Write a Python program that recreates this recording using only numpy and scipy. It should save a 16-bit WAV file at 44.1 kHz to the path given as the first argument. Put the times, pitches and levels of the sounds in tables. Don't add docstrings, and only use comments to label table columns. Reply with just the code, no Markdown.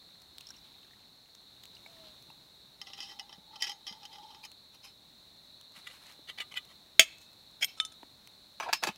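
import sys
import numpy as np
from scipy import signal
from scipy.fft import rfft, irfft, next_fast_len
from scipy.io import wavfile
from scipy.ndimage import map_coordinates

SR = 44100
rng = np.random.default_rng(int(sys.argv[2]) if len(sys.argv) > 2 else 0)


def generate_wav(sig):
    pcm = np.round(np.clip(np.atleast_2d(sig).T, -1, 1) * 32767).astype(np.int16)
    wavfile.write(sys.argv[1], SR, pcm)


N = 395577
TIME = np.arange(N) / SR
T = np.arange(SR // 5) / SR

# t/s, level/dB
STREAM_LEVEL = [(0, -86), (.33, -83.5), (.42, -63.5), (.6, -71), (.95, -70), (1.2, -92), (1.8, -77),
                (2.1, -57), (2.16, -84), (2.5, -110)]
# t/s, f/Hz, level/dB
STREAM_NOTE = [(1.85, 680, -95), (1.87, 680, -65), (1.94, 665, -69.5), (2.01, 650, -60), (2.1, 615, -66.5),
               (2.17, 600, -83)]
# t/s, level/dB, f/Hz
BIG_BUBBLES = [(0.47, -37, 5200), (.489, -40, 5550), (.505, -35.5, 5480), (.506, -42.5, 1550),
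               (.542, -47.5, 2780), (.566, -46, 5500), (.585, -51, 5140), (0.831, -47, 2970),
               (.849, -51, 1620), (.91, -51, 1840), (.935, -49, 1870), (1.752, -42, 4720),
               (1.768, -44, 2840), (1.862, -39.5, 2210), (1.863, -45, 830), (1.967, -47.5, 1900),
               (2.302, -47, 2650), (2.303, -44, 875)]
# start/s, end/s, low hum/dB, high hum/dB, rasp/dB
POT_PUSHES = [(2.881, 3.342, -60, -69, -71), (3.531, 3.702, -60, -56, -71), (3.9, 4.38, -59.5, -53.5, -65)]
# t/s, level/dB, f/Hz
SOFT_BUMPS = [(2.286, -56, 161), (3.38, -48, 192), (3.911, -46.5, 204), (5.774, -57, 170),
              (6.189, -45.5, 277), (6.992, -45, 200), (8.03, -26.5, 930), (8.03, -45, 270),
              (8.873, -29, 330), (8.89, -36, 205)]

# t/s, level/dB, length/s
STOVE_SLIPS = [(2.815, -42, 0.0093), (2.87, -47.5, .05), (2.934, -44.5, 0.032), (2.979, -46.5, 0.065),
               (3.004, -41, 0.018), (3.031, -40.5, 0.096), (3.096, -44, 0.097), (3.196, -40.5, .02),
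               (3.294, -53, .025), (3.328, -48.5, .036), (3.533, -58, .07), (3.609, -41.5, 0.066),
               (3.623, -31, .028), (3.641, -36.5, 0.042), (3.67, -38.5, 0.054), (3.696, -38, 0.041),
               (3.718, -45, .018), (3.868, -43, .022), (3.876, -39, 0.058), (3.926, -48, .028),
               (4.053, -46, .018), (4.13, -48.5, 0.073), (4.305, -53.5, 0.064)]
GROUND_DRAGS = [(5.765, -55, 0.043), (5.871, -42.5, .016), (5.915, -53, 0.099), (6.1, -59, 0.066),
                (6.299, -39.5, 0.043), (6.386, -41, 0.025), (6.404, -34, .02), (6.421, -42, 0.043),
                (6.521, -48.5, .028), (6.541, -48, 0.0078), (6.573, -31.5, 0.035), (6.72, -57, 0.075)]
RIM_KNOCKS = [(8.6, -39.5, 0.0046), (8.606, -39, 0.0066), (8.63, -38.5, 0.073), (8.688, -42, 0.035),
              (8.729, -30, 0.013), (8.7325, -27, .014), (8.83, -36.5, .036), (8.837, -29.5, 0.013),
              (8.847, -41, .024), (8.872, -32, .032), (8.889, -38, .02)]
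EMBER_CRACKS = [(.2195, -63.5, 0.014), (.383, -48.5, .007), (.409, -53, 0.015), (1.351, -61, 0.0079),
                (1.637, -55, 0.015), (1.655, -55.5, 0.0042), (4.517, -60, 0.0046), (5.612, -62, 0.0021),
                (6.068, -64, 0.0079), (6.123, -64, .004), (6.652, -68, 0.013), (8.274, -57, 0.0053),
                (8.96, -62, 0.0072)]

# t/s, mid level/dB, bass over mid/dB, treble over mid/dB, rise/s, fall/s
HINGE_RUBS = [(4.438, -48.5, -11, -7, 0.0086, 0.021), (4.451, -50.5, -8, 0.5, 0.005, 0.014),
              (4.747, -61.5, -4, -0.5, 0.02, 0.026), (4.845, -51, -7.5, -1.5, 0.02, 0.055)]
LID_STRIKES = [(6.995, -11.5, -16, -6.5, 0, 0.0036), (7.128, -59, -23, -20, 0.023, 0.016),
               (7.184, -67, -5, 4, 0, 0.005), (7.215, -65.5, -14, 5, 0.02, 0.05)]
LID_SCRAPES = [(7.612, -47.5, -9, -2, 0.0046, 0.017), (7.629, -24, -23, -10, 0.013, 0.017),
               (7.6445, -31, -26, -0.5, 0.00032, 0.0053), (7.683, -48, -15, -5.5, 0.023, 0.084)]
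LID_TAPS = [(7.776, -53.5, -0.5, -3, 0.013, 0.074), (7.8005, -24.5, -31, -18, 0, 0.0065),
            (7.8505, -42, -20, -1, 0, .003), (7.922, -56, -9, -3.5, 0.0069, 0.019)]

# f/Hz, level/dB, t60/s
POT_TONES = [(797, -4.5, 0.18), (893, -14.5, 0.16), (1201, -8, 0.12), (1350, -16.5, 0.16),
             (1690, -20.5, 0.15), (1953, -5.5, 0.051), (2050, -10, 0.098), (2570, 0.5, 0.02),
             (2940, -5, 0.075), (3113, 7.5, 0.033), (3260, -3, 0.029), (3330, -26, 0.059), (3930, -15, 0.1),
             (4960, 1, 0.063), (5270, -10, 0.02), (5280, 7, 0.017), (5566, 1.5, 0.052), (6480, -14.5, 0.16)]
GROUNDED_LID_TONES = [(1216, -15, 0.12), (2000, 4, 0.03), (2280, 3.5, 0.0098), (2945, 3, 0.047),
                      (3150, 3, 0.02), (3510, -6, 0.072), (6110, -22, .04), (7040, -17, 0.035),
                      (8460, -19, .05), (10000, -16, 0.043), (11300, -24, 0.044)]
FREE_LID_TONES = [(657, 1, .095), (1297, -12, .13), (2160, -4, .09), (2195, -5, .11), (2349, -1, .06),
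                  (2434, -1, .06), (2556, -5, .09), (2603, -4, .11), (2685, -2, .06), (3035, -5, .09),
                  (3169, 2, .08), (3293, 0, .06), (3348, -3, .1), (3505, -1, .06), (3583, -3, .1),
                  (4640, -5, .11), (5330, -7, .09), (5523, -8, .09), (6191, -12, .13), (6557, -10, .15),
                  (6620, 0, .06), (8091, -10, .16), (9302, -9, .12), (11610, -15, .11), (12490, -14, .08),
                  (13600, -18, .09)]
SPORK_TONES = [(1287, -24, .15), (2180, -20, .05), (2650, -18, .025), (3042, -23, .17), (3564, 3, .036),
               (3612, -23, .25), (5324, -10, .05), (6202, -15, .09), (7100, -13, .05), (8350, -19, .08),
               (9600, -14, .04), (10100, -26, .1)]
SPORK_ON_LID_TONES = [(757, -15, 0.039), (1500, -26, 0.033), (2223, -4, 0.025), (2680, -2, 0.023),
                      (3090, 0, 0.012), (3306, -0.5, 0.013), (5250, 2.5, 0.015), (6630, -11, .03),
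                      (8400, -20, 0.069), (10200, -19, 0.046), (12000, -15, 0.057)]
CLOSED_POT_TONES = [(341, -16, 0.0082), (650, 1.5, 0.042), (868, 11.5, 0.033), (1060, 8, 0.032),
                    (1670, 15.5, 0.015), (2070, -2, 0.062), (2400, 14, 0.024), (2576, 13.5, 0.044),
                    (3070, 1, 0.065), (3860, 0, 0.081), (4730, 9, 0.013), (6240, -17, .06),
                    (6550, -12, 0.095), (7250, -19, 0.05), (8370, -12, .07), (10000, -14.5, 0.077),
                    (10800, -16, 0.072)]
# t/s, f/Hz, level/dB, t60/s
LASTING_TONES = [(3.623, 1948, -34.5, .11), (6.996, 2602, -50, .75), (6.996, 2635, -53, .7),
                 (6.996, 2558, -52, .5), (7.8, 1287, -39, .19), (8.601, 6020, -44, .16),
                 (8.731, 5205, -36, .25), (8.872, 3040, -43, .16)]

# f/Hz, level/dB
POT_SPECTRUM = [(200, -18), (340, 3), (550, -21), (1100, -1), (1600, -30), (1950, -33), (3100, 2.5),
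                (4100, -6.5), (5500, -2.5), (7500, -19.5), (11000, -19), (15500, -30)]
HANDLE_SPECTRUM = [(180, -51), (300, -42), (922, 5), (1840, -29), (2520, 9), (2930, -24), (5300, -4.5),
                   (7620, -18), (11000, -13.5), (15500, -26)]
DRAG_SPECTRUM = [(200, -37), (600, -26), (1250, -11), (1650, -16), (2200, -3), (3000, -2.5), (4000, -8),
                 (5600, -24), (10000, -30), (15500, -36)]
LID_SPECTRUM = [(40, -19), (200, -13), (450, -15), (900, -19), (1500, -15), (2150, 1), (3400, -1),
                (4100, -14), (5400, -8), (7300, -8), (10500, -21), (13000, -17), (15800, -23)]
SPORK_SPECTRUM = [(120, -66), (200, -38), (408, -65.5), (706, -15), (1120, -37), (1520, -7), (1830, -29),
                  (2590, -5.5), (3160, -25), (3940, -24), (5470, -8), (15800, -34)]
CLOSED_POT_SPECTRUM = [(41, -65), (70, -35), (181, -29), (350, -1), (551, -28), (646, -5), (1870, 2.5),
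                       (2580, 9), (3540, -1.5), (4640, -5), (9380, -29), (13500, -25), (15800, -32)]
LEAF_SPECTRUM = [(300, -12), (900, 4), (2000, 5), (4000, 4), (7000, -5), (11000, -5), (15500, -13)]
EMBER_SPECTRUM = [(200, -20), (1200, -20), (3000, 12), (7000, 4.5), (15000, -1)]
INSECT_SPECTRUM = [(3000, -50), (3300, -19), (3500, -8), (3700, -2), (4050, 0), (4300, -1), (4450, -9),
                   (4600, -12), (4900, -50.5)]
AIR_SPECTRUM = [(20, 0.5), (50, 5.5), (100, 3.5), (180, 3.5), (300, -0.5), (500, -5), (800, -3.5),
                (1300, -8.5), (2500, -10.5), (5000, -11), (9000, -16), (15500, -17)]


def coffee_stream():
    spectrum = [(400, -23.5), (900, 4.5), (2000, -6), (3200, 7), (5500, -4), (8000, -19.5), (15000, -14)]
    splashing = coloured(grit(N, 10) * amp(4 * wobble(45)), spectrum)
    note_hz, note_db = curves(STREAM_NOTE)
    wavering_hz = note_hz * (1 + 0.0095 * wobble(48))
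    note = np.sqrt(2) * np.sin(2 * np.pi * np.cumsum(wavering_hz) / SR)
    return amp(curves(STREAM_LEVEL)[0]) * splashing + amp(note_db + 0.67 * wobble(40)) * note


def big_bubbles():
    sound = np.zeros(N)
    for s, db, hz in BIG_BUBBLES:
        bubble = np.sin(2 * np.pi * hz * (T + 2 * T ** 2))
        spectrum = [(hz / 3, -22), (hz * 0.8, -10), (hz, 0), (hz * 1.27, -10), (hz * 3, -26)]
        splash = noise(len(T), spectrum)
        envelope = fade_in(0.00053) * fade(0.024)
        add(sound, s - .001, amp(db) * envelope * (0.76 * bubble + 0.35 * splash))
    return sound


def tiny_bubbles(count=130, centre_hz=3200, spread_octaves=1.26):
    pour_samples = round(STREAM_LEVEL[-1][0] * SR)
    poured = np.cumsum(amp(0.21 * curves(STREAM_LEVEL)[0][:pour_samples]))
    sound = np.zeros(N)
    for when, size, pitch in rng.uniform(size=(count, 3)):
        hz = centre_hz * 2 ** (spread_octaves * (2 * pitch - 1))
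        pop = np.sin(2 * np.pi * hz * (T + 4 * T ** 2)) * fade(0.0061)
        s = np.searchsorted(poured, when * poured[-1]) / SR
        add(sound, s, amp(-62 + 9 * size ** 2) * pop)
    return sound


def pot_on_stove(wall_hz=(829, 877), growth_db_per_s=24, catches_per_push=5):
    body = lambda: ring(POT_TONES) + amp(-4.5) * noisy_ring(POT_SPECTRUM, 0.027)
    low, high = (unit(hum(hz, width_hz=31) * amp(5.3 * wobble(18))) for hz in wall_hz)
    friction = grit(N, 4.7) * amp(3.2 * wobble(65))
    rasp = unit(signal.fftconvolve(friction, body())[:N])
    sound, catches = np.zeros(N), []
    for start, end, low_db, high_db, rasp_db in POT_PUSHES:
        growth = amp(growth_db_per_s * np.minimum(TIME - end, 0))
        wall = growth * (amp(low_db) * low + amp(high_db) * high)
        sound += held(start, end, rise_s=0.12, fall_s=0.092) * (wall + amp(rasp_db) * rasp)
        for when, size in rng.uniform(size=(catches_per_push, 2)):
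            catches.append((start + when * (end - start), -57 + 7 * size, 0.01117))
    slips = detailed(STOVE_SLIPS + catches, bass=(-11, -0.87), treble=(-4.5, 0.32),
                     rise_s=.0068, rise_power=1.9)
    return sound + amp(-1) * contacts(slips, body, chatter_db=-31, spread_db=9.5, low_cut_hz=350)


def lid_dragged():
    body = lambda: ring(GROUNDED_LID_TONES) + amp(-1) * noisy_ring(DRAG_SPECTRUM, 0.013)
    drags = detailed(GROUND_DRAGS, bass=(-11.5, -0.57), treble=(-12, -0.37),
                     rise_s=0.024, rise_power=1.7)
    return amp(0.5) * contacts(drags, body, chatter_db=-21, spread_db=11.5, low_cut_hz=302)


def lid_clink():
    grip = amp(np.interp(T, [.044, .056], [0, -9]))
    body = lambda: grip * (ring(FREE_LID_TONES) + amp(3.5) * noisy_ring(LID_SPECTRUM, .017)
                           + amp(-4.5) * noisy_ring(LID_SPECTRUM, .115))
    return amp(2) * contacts(LID_STRIKES, body, chatter_db=-40, spread_db=4, low_cut_hz=75)


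def spork():
    pressed = lambda: ring(SPORK_ON_LID_TONES) + amp(-4.5) * noisy_ring(SPORK_SPECTRUM, 0.015)
    tapped = lambda: ring(SPORK_TONES) + amp(-11) * noisy_ring(SPORK_SPECTRUM, .012)
    scrapes = contacts(LID_SCRAPES, pressed, chatter_db=-13.5, spread_db=5, low_cut_hz=505)
    return scrapes + contacts(LID_TAPS, tapped, chatter_db=-29, spread_db=26, low_cut_hz=503)


def lid_seated(rub_span_s=(8.662, 8.699), start_hz=910, end_hz=694):
    body = lambda: (ring(CLOSED_POT_TONES) + amp(-0.5) * noisy_ring(CLOSED_POT_SPECTRUM, 0.02)
                    + amp(-4) * noisy_ring(CLOSED_POT_SPECTRUM, 0.1))
    knocks = detailed(RIM_KNOCKS, bass=(6.5, -0.56), treble=(-17, 0.99), rise_s=.0095, rise_power=1.6)
    sunk = np.interp(TIME, rub_span_s, [0, 1])
    note = np.sqrt(1 - sunk) * hum(start_hz, width_hz=130) + np.sqrt(sunk) * hum(end_hz, width_hz=98)
    rub = amp(-38) * held(*rub_span_s, rise_s=0.0068, fall_s=0.005) * note
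    return rub + amp(-1.3) * contacts(knocks, body, chatter_db=-27, spread_db=5.5, low_cut_hz=202)


def after_ring():
    sound, t = np.zeros(N), TIME[:SR]
    for s, hz, db, t60 in LASTING_TONES:
        add(sound, s, amp(db - 60 * t / t60) * np.sin(2 * np.pi * hz * t))
    return sound


def wire_handle():
    body = lambda: noisy_ring(HANDLE_SPECTRUM, 0.014) + amp(-5) * ring(POT_TONES)
    return amp(0.9) * contacts(HINGE_RUBS, body, chatter_db=-25, spread_db=16, low_cut_hz=400)


def bumps(cycles=8):
    sound = np.zeros(N)
    for s, db, hz in SOFT_BUMPS:
        puff = noise(len(T), [(hz / 3, -25), (hz, 0), (hz * 2, -6), (hz * 10, -35)])
        envelope = fade_in(0.0032) * fade(cycles / hz)
        add(sound, s, amp(db + 5) * envelope * (np.sin(2 * np.pi * hz * T) + .5 * puff))
    return sound


def leaves():
    rustle = coloured(grit(N, 16) * amp(2.2 * wobble(30)), LEAF_SPECTRUM)
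    return amp(-60.5) * held(5.76, 6.13, rise_s=0.034, fall_s=0.062) * rustle


def fire(faint_count=4):
    margin_s = T[-1]
    faint = [(margin_s + when * (N / SR - 2 * margin_s), -76 + 8 * size, 0.0046)
             for when, size in rng.uniform(size=(faint_count, 2))]
    ticks = detailed(EMBER_CRACKS + faint, bass=(-22.5, -0.83), treble=(-7, -0.51),
                     rise_s=.016, rise_power=1)
    body = lambda: noisy_ring(EMBER_SPECTRUM, 0.0068)
    return amp(-.2) * contacts(ticks, body, chatter_db=-27, spread_db=14, low_cut_hz=400)


def insects():
    voices = lambda: noise(N, INSECT_SPECTRUM) * amp(1.2 * wobble(7.2) + .7 * wobble(40))
    low_share = lambda hz: np.clip((4200 - hz) / 400, 0, 1)
    low = filtered(voices(), lambda hz: np.sqrt(low_share(hz)))
    high = filtered(voices(), lambda hz: np.sqrt(1 - low_share(hz)))
    return amp(-59 + 0.32 * wobble(1.7)) * unit(low + high)


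def night_air():
    return amp(-63.5) * noise(N, AIR_SPECTRUM) * amp(0.77 * wobble(2.6))


def echo(sound):
    spectrum = [(100, -12), (1000, -0.5), (3000, -1), (8000, -4), (15000, -7)]
    scatter = noisy_ring(spectrum, t60=0.38) * fade_in(0.018)
    return amp(-29) * signal.fftconvolve(sound, scatter)[:N]


def contacts(rows, body, chatter_db, spread_db, low_cut_hz):
    track, lead = np.zeros(N), 128
    below = lambda hz, edge: 1 / (1 + (hz / edge) ** 12)
    bass = lambda hz: below(hz, 1500)
    mid = lambda hz: below(hz, 4700) - bass(hz)
    treble = lambda hz: 1 - below(hz, 4700)
    low_cut = signal.butter(2, low_cut_hz, "high", fs=SR)
    for s, db, bass_db, treble_db, rise, fall in rows:
        swell = amp(-20 * np.maximum((rise - T) / (rise + 1 / SR), (T - rise) / fall))
        force = amp(chatter_db) * swell * grit(len(T), spread_db)
        force[round(rise * SR)] += np.exp(-rise / 0.0094)
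        ringing = signal.fftconvolve(force, body())[:len(T)]
        ringing = np.pad(signal.lfilter(*low_cut, ringing), (lead, 0))
        bands = [(bass_db, bass), (0, mid), (treble_db, treble)]
        sound = sum(amp(level) * norm(filtered(ringing, band)) for level, band in bands)
        gain = amp(db) * np.sqrt(SR / 100)
        add(track, s - rise - lead / SR, gain * sound)
    return track


def detailed(rows, bass, treble, rise_s, rise_power):
    s, db, length = np.transpose(rows)
    harder_db, times_longer = db + 45, length / .04
    # (dB for that touch, dB gained per dB harder)
    bass_db, treble_db = (level + slope * harder_db for level, slope in (bass, treble))
    rise = np.minimum(rise_s * times_longer ** rise_power, np.minimum(.8 * length, T[-1] / 2))
    return np.transpose([s, db, bass_db, treble_db, rise, length - rise])


def ring(tones):
    sound = np.zeros(len(T))
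    for hz, db, t60 in tones:
        strength = amp(db + 2 * rng.normal()) * rng.choice([-1, 1])
        sound += strength * fade(t60) * np.sin(2 * np.pi * hz * T)
    return norm(sound)


def noisy_ring(spectrum, t60):
    return norm(noise(len(T), spectrum) * fade(t60))


def hum(hz, width_hz):
    return unit(filtered(rng.standard_normal(N), lambda f: 1 / (1 + ((f - hz) / width_hz) ** 2)))


def grit(size, spread_db):
    blows, strength = rng.standard_normal((2, size))
    return unit(blows * amp(spread_db * np.minimum(strength, 2)))


def noise(size, spectrum):
    return coloured(rng.standard_normal(size), spectrum)


def coloured(x, spectrum):
    f, db = np.transpose(spectrum)
    return unit(filtered(x, lambda hz: amp(np.interp(np.log(hz + 1), np.log(f), db))))


def filtered(x, response):
    size = next_fast_len(len(x) + 4096)
    return irfft(rfft(x, size) * response(np.fft.rfftfreq(size, 1 / SR)), size)[:len(x)]


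def wobble(rate):
    return map_coordinates(rng.standard_normal(int(N * rate / SR) + 4), [TIME * rate])


def curves(rows):
    s, *columns = np.transpose(rows)
    return [np.interp(TIME, s, column) for column in columns]


def held(start, end, rise_s, fall_s):
    outside = np.maximum((start - TIME) / rise_s, (TIME - end) / fall_s)
    return amp(-20 * np.maximum(outside, 0))


def fade_in(seconds):
    return 1 - np.exp(-T / seconds)


def fade(t60):
    return amp(-60 * T / t60)


def amp(db):
    return 10 ** (np.asarray(db) / 20)


def unit(x):
    return x / np.sqrt(np.mean(x ** 2) + 1e-30)


def norm(x):
    return x / np.sqrt(np.sum(x ** 2) + 1e-30)


def add(track, s, sound):
    i = round(s * SR)
    track[i:i + len(sound)] += sound[:max(N - i, 0)]


def scene():
    coffee = coffee_stream() + big_bubbles() + tiny_bubbles()
    pot = pot_on_stove() + wire_handle()
    lid = leaves() + lid_dragged() + lid_clink() + spork() + lid_seated()
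    near = coffee + pot + lid + after_ring() + bumps() + fire()
    return (near + echo(near) + insects() + night_air())[None]


def record(dry):
    low_cut_hz, top_hz = 70, 15900
    sound = signal.lfilter(*signal.butter(1, low_cut_hz, "high", fs=SR), np.clip(dry[0], -1, 1))
    return filtered(sound, lambda hz: 1 / (1 + (hz / top_hz) ** 200))[None]


dry = scene()
out = record(dry)
generate_wav(out)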